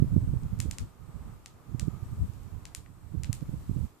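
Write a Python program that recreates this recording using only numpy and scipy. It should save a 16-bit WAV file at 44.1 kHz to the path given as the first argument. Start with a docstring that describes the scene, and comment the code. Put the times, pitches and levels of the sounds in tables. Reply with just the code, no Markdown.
"""Sunlight popping dry ground

A flat lens burns a spot on dry ground; heated bits burst with sharp, tiny pops. Each pop is one
pressure spike that rings the two microphone ports, scatters off things nearby and returns from the yard.
Gusts buffet the ports, mostly the right one, over a distant outdoor wash, a far-off whirr, a faint hiss,
a thin insect buzz and a brief high whine."""
import sys
import numpy as np
from scipy import signal
from scipy.fft import rfft, irfft, next_fast_len
from scipy.io import wavfile
from scipy.ndimage import uniform_filter1d, map_coordinates

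SR = 44100
rng = np.random.default_rng(int(sys.argv[2]) if len(sys.argv) > 2 else 0)


def waveform_to_disk(signal):
    """Save audio, clipped to [-1, 1], as 16-bit WAV at the path in sys.argv[1]."""
    frames = np.transpose(np.atleast_2d(signal))
    scaled = np.clip(frames, -1, 1) * 32767
    samples = np.round(scaled).astype(np.int16)
    wavfile.write(sys.argv[1], SR, samples)


N = 4 * SR
TIME_S = np.arange(N) / SR
ECHO_TIME_S = np.arange(SR // 2) / SR


def amp(db):
    return 10 ** (np.asarray(db) / 20)


def unit_rms(x):
    return x / np.sqrt(np.mean(x ** 2) + 1e-20)


def unit_energy(x):
    return x / np.sqrt(np.sum(x ** 2) + 1e-20)


def at_hz(rows, hz):
    """(Hz, value) rows interpolated on a log axis."""
    knots_hz, values = np.transpose(rows)
    return np.interp(np.log(hz + 1), np.log(knots_hz + 1), values)


def over_time(rows):
    """(seconds, value) rows interpolated to every sample."""
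    return np.interp(TIME_S, *np.transpose(rows))


def wobble(knots_per_s):
    """A smooth random curve."""
    return map_coordinates(rng.standard_normal(4096), [TIME_S * knots_per_s], mode="wrap")


def phrase(start_s, end_s, fade_s=0.025):
    """A gate that fades in, holds and fades out."""
    return np.clip(np.minimum(TIME_S - start_s, end_s - TIME_S) / fade_s, 0, 1)


def filtered(x, gain_at_hz):
    """Zero-phase filter."""
    size = next_fast_len(N + SR // 2)
    return irfft(rfft(x, size) * gain_at_hz(np.fft.rfftfreq(size, 1 / SR)), size)[..., :N]


def coloured(white, spectrum):
    """Noise of rms 1 shaped by (Hz, dB) rows."""
    return unit_rms(filtered(white, lambda hz: amp(at_hz(spectrum, hz))))


def narrow_noise(centre_hz, half_width_hz):
    """Narrow-band noise of rms 1."""
    white = rng.standard_normal(N)
    return unit_rms(filtered(white, lambda hz: 1 / (1 + ((hz - centre_hz) / half_width_hz) ** 2)))


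# Port cavities, left then right. Each row: centre in Hz, width in Hz, resonance strength in dB.
PORT_RESONANCES = [(7190, 480, 1.5), (8190, 960, -5.5)]

def port_ring(hz, port, extra_db=0):
    """Gain of the small cavity behind a microphone port (0 left, 1 right)."""
    centre_hz, width_hz, db = PORT_RESONANCES[port]
    resonance = 1j * hz * width_hz / (centre_hz ** 2 - hz ** 2 + 1j * hz * width_hz)
    return np.abs(1 + amp(db + extra_db) * resonance)


# Each row: frequency in Hz, relative density in dB.
WASH_SPECTRUM = [(30, 3), (100, 7), (300, 7), (600, -1), (950, 0.5), (1250, -1), (1600, -8.5),
                 (2300, -13.5), (4000, -27), (9000, -41)]
# Each row: time in seconds, relative level in dB.
WASH_LEVELS = [(0, -63), (.82, -63.5), (.93, -68), (1.3, -62.5), (1.42, -68), (1.95, -63), (2.4, -65.5),
               (2.72, -64.5), (2.9, -69.5), (3.4, -64.5), (3.8, -64.5), (4, -71.5)]

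def distant_wash(gain_db=7.5, correlation=0.27):
    """Low outdoor noise from far away, partly alike in both ports."""
    shared = np.sqrt(correlation) * rng.standard_normal(N)
    separate = np.sqrt(1 - correlation) * rng.standard_normal((2, N))
    return amp(over_time(WASH_LEVELS) + gain_db) * coloured(shared + separate, WASH_SPECTRUM)


# Each row: frequency in Hz, relative density in dB.
HISS_SPECTRUM = [(500, -17.5), (2500, 5.5), (4500, 4), (10000, 1.5), (14400, 4.5), (14800, -9)]
# Each row: time in seconds, relative level in dB.
HISS_LEVELS = [(0, -72), (.78, -73), (.97, -78), (1.25, -74.5), (1.55, -78), (1.9, -73), (2.3, -72),
               (2.95, -78.5), (3.4, -72.5), (3.85, -70.5), (3.94, -78)]

def breeze_hiss(left_db=6, right_db=7):
    """A faint hiss that swells with the breeze and rings each port."""
    out = np.zeros((2, N))
    for port, db in enumerate((left_db, right_db)):
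        noise = coloured(rng.standard_normal(N), HISS_SPECTRUM)
        out[port] = amp(db) * filtered(noise, lambda hz: port_ring(hz, port, extra_db=1))
    return amp(over_time(HISS_LEVELS)) * out


# Each row: time in seconds, level in dB.
WHIRR_LEVELS = [(0, -89), (1.28, -70.5), (1.7, -77.5), (1.94, -61), (2.05, -73), (2.14, -64), (2.3, -91)]

def far_whirr():
    """A narrow band of distant noise swells and fades."""
    return amp(over_time(WHIRR_LEVELS)) * narrow_noise(centre_hz=1223, half_width_hz=54)


def high_whine(pitches_hz=(6630, 7580), level_db=-75):
    """Two faint, wavering tones sound together briefly on the left."""
    tones = sum(np.sin(2 * np.pi * hz * TIME_S + wobble(knots_per_s=15)) for hz in pitches_hz)
    left = amp(level_db) * phrase(start_s=1.68, end_s=2.0) * tones
    return np.array([left, np.zeros(N)])


# Each row: start in seconds, end in seconds, level on the left in dB.
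INSECT_PHRASES = [(.11, .46, -70.5), (.6, .92, -74), (1.02, 1.37, -73), (2.02, 2.3, -70.5),
                  (2.57, 3.17, -75), (3.49, 3.88, -70.5)]

def insect_buzz(right_db=-8.5):
    """A thin buzz that starts and stops, a little to the left."""
    gate = sum(amp(db) * phrase(start_s, end_s) for start_s, end_s, db in INSECT_PHRASES)
    buzz = [amp(db) * narrow_noise(centre_hz=8130, half_width_hz=290) for db in (0, right_db)]
    return gate * np.array(buzz)


# Each row: centre in seconds, level in dB, pitch in Hz, half-width in seconds.
EDDIES = [(.026, -6.5, 128, 0.0038), (.045, -17.5, 134, 0.0015), (.166, -7, 173, 0.0023),
          (0.181, -7, 110, 0.0019), (0.278, -16.5, 107, 0.0024), (0.338, -14, 136, 0.0023),
          (.535, -18, 96, 0.0056), (.599, -14.5, 107, 0.0032), (.658, -23.5, 151, 0.0047),
          (1.749, -17.5, 123, 0.0035), (1.832, -18, 116, 0.0022), (1.882, -13, 142.4, 0.0031),
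          (2.031, -18.5, 97, 0.0026), (2.298, -21, 91, 0.0028), (3.149, -23.5, 155.3, 0.0058),
          (3.178, -22.5, 84, 0.0082), (3.299, -14, 115, 0.0037), (3.427, -21.5, 136, 0.0039),
          (3.493, -14, 112, 0.001), (3.54, -20, 140, 0.0028), (3.697, -15, 129, 0.0019),
          (3.714, -17.5, 102, 0.0039), (3.766, -17, 141, 0.0031), (3.813, -16.5, 87.6, 0.0036)]

def eddy_thumps(skew=0.48, puff_db=1.5, puff_hz=422.5, puff_exponent=2.79):
    """An eddy crossing the port gives one or two lopsided pressure swings and a puff of fine turbulence."""
    out = np.zeros(N)
    turbulence = amp(puff_db) * narrow_noise(puff_hz, half_width_hz=74)
    for centre_s, db, hz, half_width_s in EDDIES:
        near = np.abs(TIME_S - centre_s) < 10 * half_width_s
        offset_s = TIME_S[near] - centre_s
        phase = 2 * np.pi * hz * offset_s + np.pi * rng.uniform(-1, 1)
        swing = np.sin(phase + skew * np.sin(phase))
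        puff = (hz / puff_hz) ** puff_exponent * turbulence[near]  # stronger in faster eddies
        out[near] += amp(db) * (swing + puff) / np.cosh(offset_s / half_width_s)
    return out


# Each row: frequency in Hz, relative density in dB.
BUFFET_SPECTRUM = [(15, -9.5), (70, 1), (110, 1), (170, -8), (250, -15.5), (400, -32.5), (600, -40),
                   (3000, -100)]
# Wind pressure on each port. Each row: time in seconds, level in dB.
GUSTS_LEFT = [(0, -39), (.25, -32.5), (.33, -36.5), (.56, -38.5), (.77, -53.5), (.82, -29), (.92, -64),
              (1.28, -47.5), (1.7, -67), (1.9, -66.5), (2.24, -28.5), (2.28, -52.5), (3.08, -62.5),
              (3.42, -41.5), (3.78, -45), (4, -71)]
GUSTS_RIGHT = [(0, -17.5), (.06, -36), (.14, -26.5), (.3, -30), (.45, -33.5), (.72, -30.5), (.76, -48),
               (.85, -38.5), (.92, -54), (1.04, -40), (1.09, -42.5), (1.3, -37), (1.41, -60), (1.64, -53),
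               (1.7, -34), (1.9, -32), (2.08, -44), (2.17, -32.5), (2.32, -44.5), (2.56, -36), (2.7, -52),
               (3.08, -41.5), (3.26, -30), (3.35, -37), (3.55, -37), (3.66, -45), (3.72, -33.5),
               (3.84, -27), (3.9, -53.5), (4, -78)]

def wind(flutter_db=3.8):
    """Turbulence buffets each port on its own; the right one faces the wind and takes the eddies."""
    out = np.zeros((2, N))
    for port, gusts in enumerate((GUSTS_LEFT, GUSTS_RIGHT)):
        level_db = over_time(gusts) + flutter_db * wobble(knots_per_s=38)
        out[port] = amp(level_db) * coloured(rng.standard_normal(N), BUFFET_SPECTRUM)
    out[1] += eddy_thumps()
    return out


def near_scatter(delay_s=0.00023, t60_s=0.015):
    """A few milliseconds of reflections from stones, lens and body close by."""
    decay = (ECHO_TIME_S > delay_s) * amp(-60 * ECHO_TIME_S / t60_s)
    return unit_energy(rng.standard_normal(len(ECHO_TIME_S)) * decay)


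# Each row: delay in seconds, level against the direct spike in dB, port (0 left, 1 right).
WALL_REFLECTIONS = [(.0079, -21, 1), (0.012, -14.5, 0), (0.0214, -14, 1)]

def wall_echoes(port):
    """Distinct echoes off hard surfaces that reach one port."""
    path = np.zeros(len(ECHO_TIME_S))
    for delay_s, db, echo_port in WALL_REFLECTIONS:
        if echo_port == port:
            path[round(delay_s * SR)] += amp(db)
    return path


# Each row: frequency in Hz, time to fall 60 dB in seconds.
YARD_DECAY = [(1000, 0.14), (4000, 0.2), (14000, 0.17)]
# Each row: frequency in Hz, relative gain in dB.
YARD_SPECTRUM = [(1000, 2), (4000, 4.5), (7500, 0.5), (14000, 1)]

def yard_echo(delay_s=0.007, hold_s=0.019, grain_depth=0.091, late_db=-11, late_t60_s=0.45):
    """Diffuse, grainy echoes arrive after a gap, hold briefly and die into a quieter, longer tail."""
    size = len(ECHO_TIME_S)
    grains = np.exp(grain_depth * unit_rms(uniform_filter1d(rng.standard_normal(size), size=24)))
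    hz, frame_s, bands = signal.stft(rng.standard_normal(size) * grains, SR, nperseg=256)
    early = amp(-60 * np.maximum(frame_s - hold_s, 0) / at_hz(YARD_DECAY, hz)[:, None])
    late = amp(late_db - 60 * frame_s / late_t60_s)
    colour = amp(at_hz(YARD_SPECTRUM, hz))[:, None]
    _, echo = signal.istft(bands * (early + late) * colour, SR, nperseg=256)
    return unit_energy(echo[:size] * (ECHO_TIME_S > delay_s))


# A pop as each port hears it. Each row: frequency in Hz, relative gain in dB.
SPIKE_SPECTRUM_LEFT = [(200, -37), (900, -25.5), (1400, -9), (2500, -2.5), (3700, -4), (6000, -1),
                       (7300, 1.5), (9500, -1.5), (14500, -11.5)]
SPIKE_SPECTRUM_RIGHT = [(200, -29), (900, -11.5), (1500, -6), (2500, -10.5), (4500, -9), (6500, -6),
                        (8300, -1.5), (10000, -2), (14500, -2)]

def pressure_spike(corner_hz, port, rolloff_order=2.73, size=2048):
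    """The click of one burst, dull above its corner, ringing one port."""
    hz = np.fft.rfftfreq(size, 1 / SR)
    colour = amp(at_hz((SPIKE_SPECTRUM_LEFT, SPIKE_SPECTRUM_RIGHT)[port], hz))
    rolloff = 1 / np.sqrt(1 + (hz / corner_hz) ** (2 * rolloff_order))
    cepstrum = irfft(np.log(colour * port_ring(hz, port) * rolloff + 1e-6))
    # Minimum phase: nothing sounds before the burst.
    cepstrum[1:size // 2] *= 2
    cepstrum[size // 2 + 1:] = 0
    return unit_energy(irfft(np.exp(rfft(cepstrum))))


# Each row: start in seconds, relative level in dB, treble corner in Hz.
BURSTS = [(0.4343, -37, 8000), (0.5906, -31, 9000), (.6025, -8.5, 9000), (.7120, -13.5, 7500),
          (0.7845, -14, 7400), (1.4602, -20, 6100), (1.7966, -13.5, 7340), (2.3362, -39.5, 7500),
          (2.434, -41, 8000), (2.6543, -20, 5970), (2.7491, -11.5, 9800), (2.8619, -34, 1690),
          (3.2349, -17.5, 8000), (3.245, -21, 3860), (3.3297, -11, 11100), (3.4088, -36, 6840)]

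def pops(port_db=(0, -3.5), scatter_db=-6, yard_db=(-10.5, -5)):
    """Heated bits burst at one spot: direct spike, near scatter, wall and yard echoes."""
    out = np.zeros((2, N + SR))
    for port in (0, 1):
        early = amp(scatter_db) * near_scatter() + wall_echoes(port)
        for start_s, db, corner_hz in BURSTS:
            path = early + amp(yard_db[port]) * yard_echo()
            path[0] += 1  # direct sound
            pop = signal.fftconvolve(pressure_spike(corner_hz, port), path)
            out[port, round(start_s * SR):][:len(pop)] += amp(db + port_db[port]) * pop
    return out[:, :N]


def scene():
    """The pops over the outdoor background and the wind."""
    return pops() + distant_wash() + breeze_hiss() + wind() + insect_buzz() + high_whine() + far_whirr()


def record(dry, cutoff_hz=14700):
    """The camera's steep band limit."""
    return filtered(dry, lambda hz: 1 / np.sqrt(1 + (hz / cutoff_hz) ** 120))


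dry = scene()
out = record(dry)
waveform_to_disk(out)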